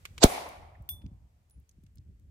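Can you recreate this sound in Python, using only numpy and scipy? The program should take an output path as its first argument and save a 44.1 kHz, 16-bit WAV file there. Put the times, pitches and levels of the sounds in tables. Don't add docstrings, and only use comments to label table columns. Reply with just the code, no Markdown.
import sys
import numpy as np
from scipy import signal
from scipy.fft import rfft, irfft
from scipy.io import wavfile

SR = 44100
rng = np.random.default_rng(int(sys.argv[2]) if len(sys.argv) > 2 else 0)


def persist_wave(psi):
    counts = np.round(np.clip(psi, -1, 1) * 32767).astype(np.int16)
    wavfile.write(sys.argv[1], SR, np.atleast_2d(counts).T)


N = 101430

# (frequency [Hz], side re mid [dB])
STEREO_WIDTH = [(60, -24.5), (250, -9), (600, -3.5), (1200, 2), (3000, 0), (12000, -1)]
# (time [s], level [dB])
GUST_LEVELS = [(0, -56), (.07, -59), (.11, -52), (.2, -50.5), (.35, -61.5), (.55, -55.5), (0.641, -49),
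               (.71, -59), (.78, -53), (.81, -50.5), (0.871, -59.5), (.93, -48), (1.02, -51.5),
               (1.059, -37), (1.101, -54), (1.129, -46), (1.19, -58.5), (1.245, -54.5), (1.29, -63.5),
               (1.54, -65.5), (1.581, -49), (1.66, -71), (1.76, -59), (1.79, -57), (1.92, -61),
               (1.989, -50), (2.04, -55.5), (2.099, -47.5), (2.16, -58.5), (2.24, -53), (2.3, -53)]
# (frequency [Hz], level [dB])
WIND_SPECTRUM = [(12, -54), (20, -21.5), (47, -2), (76, 1.5), (235, -22), (274, -26.5), (340, -28),
                 (464, -40.5), (600, -42), (780, -70), (1320, -120)]
# (frequency [Hz], level [dB])
HISS_SPECTRUM = [(240, -33.5), (400, -2.5), (987, -13), (2400, -12), (3740, -17), (8150, -17),
                 (11800, -23.5), (13300, -17.5), (15500, -29)]
# (time [s], level [dB])
HISS_LEVELS = [(0, -68.5), (0.221, -69.5), (.3, -79.5), (2.3, -82)]
# (time [s], level [dB], decay [s], left re right [dB])
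ACTION_CLICKS = [(0.0532, -32, 0.0022, -7.5), (.058, -38, 0.0014, 19), (0.063, -48, 0.0013, -8),
                 (0.1798, -35.5, 0.0022, 0), (0.1841, -43, 0.0025, -2.5)]
# (frequency [Hz], level [dB])
ACTION_SPECTRUM = [(350, -12), (530, -5.5), (760, -23), (1150, -6), (1750, -11), (2200, -0.5), (3300, -7),
                   (5500, -12.5), (6500, -10.5), (10400, -21.5), (14000, -20.5), (16000, -35)]
# (time [s], level [dB], starting pitch [Hz])
WIND_BUFFETS = [(.103, -45.5, 108), (.800, -39, 124), (1.039, -40, 308.4), (1.057, -38, 226.1),
                (1.113, -47, 277.2), (1.571, -54, 224), (1.781, -51, 306.2), (1.833, -52, 318),
                (1.982, -48.5, 130), (2.092, -53.5, 252)]
# (frequency [Hz], level [dB])
SWELL_SPECTRUM = [(500, -10), (1000, -15), (1500, -6.5), (2200, -10.5), (3200, -5), (4400, 0.5),
                  (6000, -6.5), (8000, -3.5), (9500, -27.5), (15000, -36.5)]
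# (frequency [Hz], level [dB])
BRUSH_SPECTRUM = [(120, -30), (200, -1.5), (874, -4), (1010, -8), (1780, -20), (2330, -12), (2750, -24.5),
                  (3360, -14.5), (8820, -24.5), (12900, -24), (15500, -30)]
# (frequency [Hz], level [dB])
TREE_SPECTRUM = [(24, -38), (40, -13.5), (71, -28), (202, -13.5), (472, -12.5), (686, -2.5), (1560, -24.5),
                 (2270, -15), (2640, -21.5), (5440, -24), (10700, -21.5), (11800, -33.5), (13300, -23),
                 (14400, -30.5), (15500, -73.5)]
# (centre [Hz], hold [s], T60 [s])
TREE_BANDS = [(101.6, .05, 0.87), (287.9, 0.081, 0.9), (677, 0.088, 0.97), (1340, 0.12, 1),
              (2283, 0.1, 0.86), (4620, 0.12, 0.62), (7560, 0.056, 0.56), (15000, 0.073, 0.56)]
# (time [s], level [dB], centre [Hz], width [oct], decay [s])
TRUNK_ECHOES = [(0.258, -19, 650, 0.6, 0.0027), (0.301, -29.5, 590, 1, .003),
                (0.323, -28, 722, 0.14, 0.0034), (0.334, -35, 714, 0.52, 0.0023),
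                (.380, -28.5, 720, .4, 0.002), (0.42, -38.5, 706, 0.61, 0.016),
                (0.465, -40, 690, 0.59, 0.011), (.490, -45, 10000, .6, 0.0013),
                (.650, -53, 669, 0.27, 0.0086), (0.754, -59.5, 1904, 0.27, 0.0058)]
# (time [s], level [dB], centre [Hz], width [oct], decay [s])
GROUND_TICKS = [(0.824, -64.5, 11000, 0.73, .002), (1.0195, -64, 2370, 0.7, 0.0047),
                (1.0647, -56, 3170, 0.73, 0.00078), (1.499, -63.5, 10000, 0.84, .002),
                (1.509, -68, 6005, 0.92, 0.0023), (1.6014, -66.5, 12000, .4, .0015),
                (1.693, -62, 6350, 0.064, 0.0048), (1.6937, -59.5, 6900, 0.92, 0.0024),
                (1.713, -68, 6400, 0.5, 0.0045), (1.8375, -66, 8000, 1.5, 0.0034),
                (1.8656, -66.5, 3200, 1.12, 0.0034), (1.9578, -58, 13000, 0.86, 0.0012),
                (1.9738, -64, 3500, 1.1, 0.0012), (1.984, -60, 4860, 0.52, .002),
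                (2.198, -70, 9000, 1.1, 0.0017)]
# (frequency [Hz], level [dB], T60 [s])
CASE_MODES = [(3478, -10, .27), (3542, -27, .33), (5010, -27, .15), (5970, -24, .2), (8317, -19, .2),
              (8400, -25, .2), (8909, -17, .16), (9954, -19, .26), (9985, -26, .2), (11620, -7, .13),
              (13570, 0, .11), (13840, -4, .12), (14020, -12, .1), (15290, -15, .08)]
# (time [s], level [dB], most excited [Hz], spread [oct], T60 scale [ratio])
CASE_LANDINGS = [(0.8904, -34.5, 9200, 2.8, 1), (1.509, -48.5, 10050, 0.059, 0.76)]

SHOT_S = .2398
SIDE = np.array([[1], [-1]])


def undb(db):
    return 10 ** (np.asarray(db) / 20)


def clock(start_s=0):
    return np.arange(N) / SR - start_s


def elapsed(start_s):
    return np.maximum(clock(start_s), 0)


def bins():
    return np.arange(N // 2 + 1) * SR / N + 1e-3


def bin_gains(table):
    hz, db = np.array(table, float).T
    return undb(np.interp(np.log(bins() + 1e-3), np.log(hz), db))


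def colour(table):
    return bin_gains(table) / np.sqrt(1 + (.7 * table[0][0] / bins()) ** 6)


def bell(centre_hz, octaves, hz=bins()):
    return np.exp(-.5 * (np.log2(hz / centre_hz) / octaves) ** 2)


def noise(gains):
    x = irfft(rfft(rng.standard_normal(N)) * gains, N)
    return x / x.std()


def diffuse(gains):
    mid, side = rfft(rng.standard_normal((2, N)))
    x = irfft((mid + SIDE * bin_gains(STEREO_WIDTH) * side) * gains, N)
    return x / x.std()


def pan(db):
    gains = undb(SIDE * db / 2)
    return gains / np.sqrt(np.mean(gains ** 2))


def burst(peak_s, rise_s, fall_s):
    t = clock(peak_s)
    return np.exp(np.minimum(t / rise_s, -t / fall_s))


def puff(gains, envelope):
    x = diffuse(gains) * envelope
    return x * np.sqrt(np.mean(envelope ** 2) / np.mean(x ** 2))


def sweep(t, start_hz, end_hz, glide_s):
    return np.sin(2 * np.pi * (start_hz * glide_s * (1 - np.exp(-t / glide_s)) + end_hz * t))


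def wind():
    gust_db = np.interp(clock(), *np.array(GUST_LEVELS).T)
    gains = colour(WIND_SPECTRUM)
    rumble = noise(gains) + undb(-14.5) * noise(gains) * SIDE
    flutter = diffuse(bell(226.9, octaves=.46))
    flutter_db = -63.5 + 1.5 * (gust_db + 43.5)
    return rumble * undb(gust_db) + flutter * undb(flutter_db)


def hiss():
    level_db = np.interp(clock(), *np.array(HISS_LEVELS).T)
    return undb(level_db) * diffuse(colour(HISS_SPECTRUM))


def action():
    out = 0
    for time_s, db, decay_s, pan_db in ACTION_CLICKS:
        click = burst(time_s, .0001, decay_s)
        tail = undb(-27.5) * burst(time_s, rise_s=.0041, fall_s=.03)
        out += undb(db) * pan(pan_db) * puff(colour(ACTION_SPECTRUM), click + tail)
    return out


def buffets(rise_s=.0089):
    out = 0
    for time_s, db, hz in WIND_BUFFETS:
        t = elapsed(time_s)
        envelope = (t / rise_s * np.exp(1 - t / rise_s)) ** 2
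        out += undb(db) * sweep(t, hz, end_hz=61.3, glide_s=.0091) * envelope
    return out


def swell_and_snap():
    swell = burst(SHOT_S - .0025, rise_s=.0059, fall_s=.0025)
    harsh = undb(-10.5) * pan(-9.5) * puff(colour(SWELL_SPECTRUM), swell)
    bark = undb(-12.5) * pan(5) * puff(bell(567, octaves=.69), swell)
    snap = undb(-6.5) * puff(bell(7600, octaves=.48), burst(SHOT_S, rise_s=.00025, fall_s=.001))
    return harsh + bark + snap


def brush(t60_s=.099):
    t = elapsed(SHOT_S)
    return diffuse(colour(BRUSH_SPECTRUM)) * undb(-14.5 - 60 * t / t60_s) * (t > 0)


def clumps(rate_hz=55, spread_db=2):
    knots_s = np.arange(0, N / SR + 1, 1 / rate_hz)
    return undb(spread_db * np.interp(clock(), knots_s, rng.standard_normal(len(knots_s))))


def trees_and_slopes(rise_s=.02, smooth_above_hz=1300, slope_t60_s=2.2):
    t = elapsed(SHOT_S)
    spectrum = rfft(diffuse(colour(TREE_SPECTRUM)))
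    log_centres = np.log([row[0] for row in TREE_BANDS])
    trees = 0
    for weights, (hz, hold_s, t60_s) in zip(np.eye(len(TREE_BANDS)), TREE_BANDS):
        band = irfft(spectrum * np.interp(np.log(bins()), log_centres, weights), N)
        flicker = clumps() ** min(1, smooth_above_hz / hz)
        trees += band * flicker * undb(-35 - 60 * elapsed(SHOT_S + hold_s) / t60_s)
    slopes = diffuse(bell(680, octaves=.49)) * undb(-52.5 - 60 * t / slope_t60_s)
    return (trees + slopes) * (1 - np.exp(-t / rise_s))


def thump(lag_s=.0007, hold_s=.007, fall_s=.0066, dip_hz=125):
    t = elapsed(SHOT_S + lag_s)
    envelope = np.exp(-np.maximum(t - hold_s, 0) / fall_s)
    swing = sweep(t, start_hz=640, end_hz=11, glide_s=.0039) * envelope
    low_mids = signal.lfilter(*signal.iirpeak(dip_hz, Q=1.3, fs=SR), swing)
    return undb(-3.5) * (swing - .5 * low_mids)


def echoes():
    return sum(undb(db) * diffuse(bell(hz, octaves)) * burst(time_s, decay_s / 2, decay_s)
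               for time_s, db, hz, octaves, decay_s in TRUNK_ECHOES)


def ticks(rise_s=.0015):
    return sum(undb(db) * puff(bell(hz, octaves), burst(time_s, rise_s, decay_s))
               for time_s, db, hz, octaves, decay_s in GROUND_TICKS)


def case_strike(half_width_hz=180):
    time_s = CASE_LANDINGS[0][0]
    contact = puff(bell(3400, octaves=.59), burst(time_s, rise_s=.00011, fall_s=.00076))
    resonances = sum(undb(db) / (1 + ((bins() - hz) / half_width_hz) ** 2) for hz, db, _ in CASE_MODES)
    jingle = puff(resonances, burst(time_s, rise_s=.0006, fall_s=.026))
    return undb(-40.5) * contact + undb(-41.5) * jingle


def case_ring(tumble_hz=37, tumble_depth=.35, side_db=3):
    out = 0
    for time_s, db, excited_hz, octaves, t60_scale in CASE_LANDINGS:
        t = elapsed(time_s)
        for hz, mode_db, t60_s in CASE_MODES:
            phase = 2 * np.pi * hz * t
            ring = np.sin(phase) + undb(side_db) * np.cos(phase) * SIDE
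            facing, right_lag = 2 * np.pi * rng.random(2)
            angle = 2 * np.pi * tumble_hz * t + facing + np.array([[0], [right_lag]])
            tumble = 1 + tumble_depth * np.sin(angle)
            envelope = (t > 0) * undb(db + mode_db - 60 * t / (t60_scale * t60_s))
            out += ring * tumble * envelope * bell(excited_hz, octaves, hz)
    return out


def rustle():
    return undb(-73.5) * puff(bell(5000, octaves=1), burst(peak_s=2.4, rise_s=.021, fall_s=.042))


def scene():
    shot = swell_and_snap() + thump()
    tail = brush() + trees_and_slopes() + echoes()
    ground = ticks() + case_strike() + case_ring() + rustle()
    return action() + shot + tail + ground + wind() + buffets() + hiss()


def record(dry, ceiling=.92, cutoff_hz=15900):
    clipped = dry / (1 + (dry / ceiling) ** 6) ** (1 / 6)
    return signal.sosfilt(signal.ellip(10, .2, 80, cutoff_hz, fs=SR, output="sos"), clipped)


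dry = scene()
out = record(dry)
persist_wave(out)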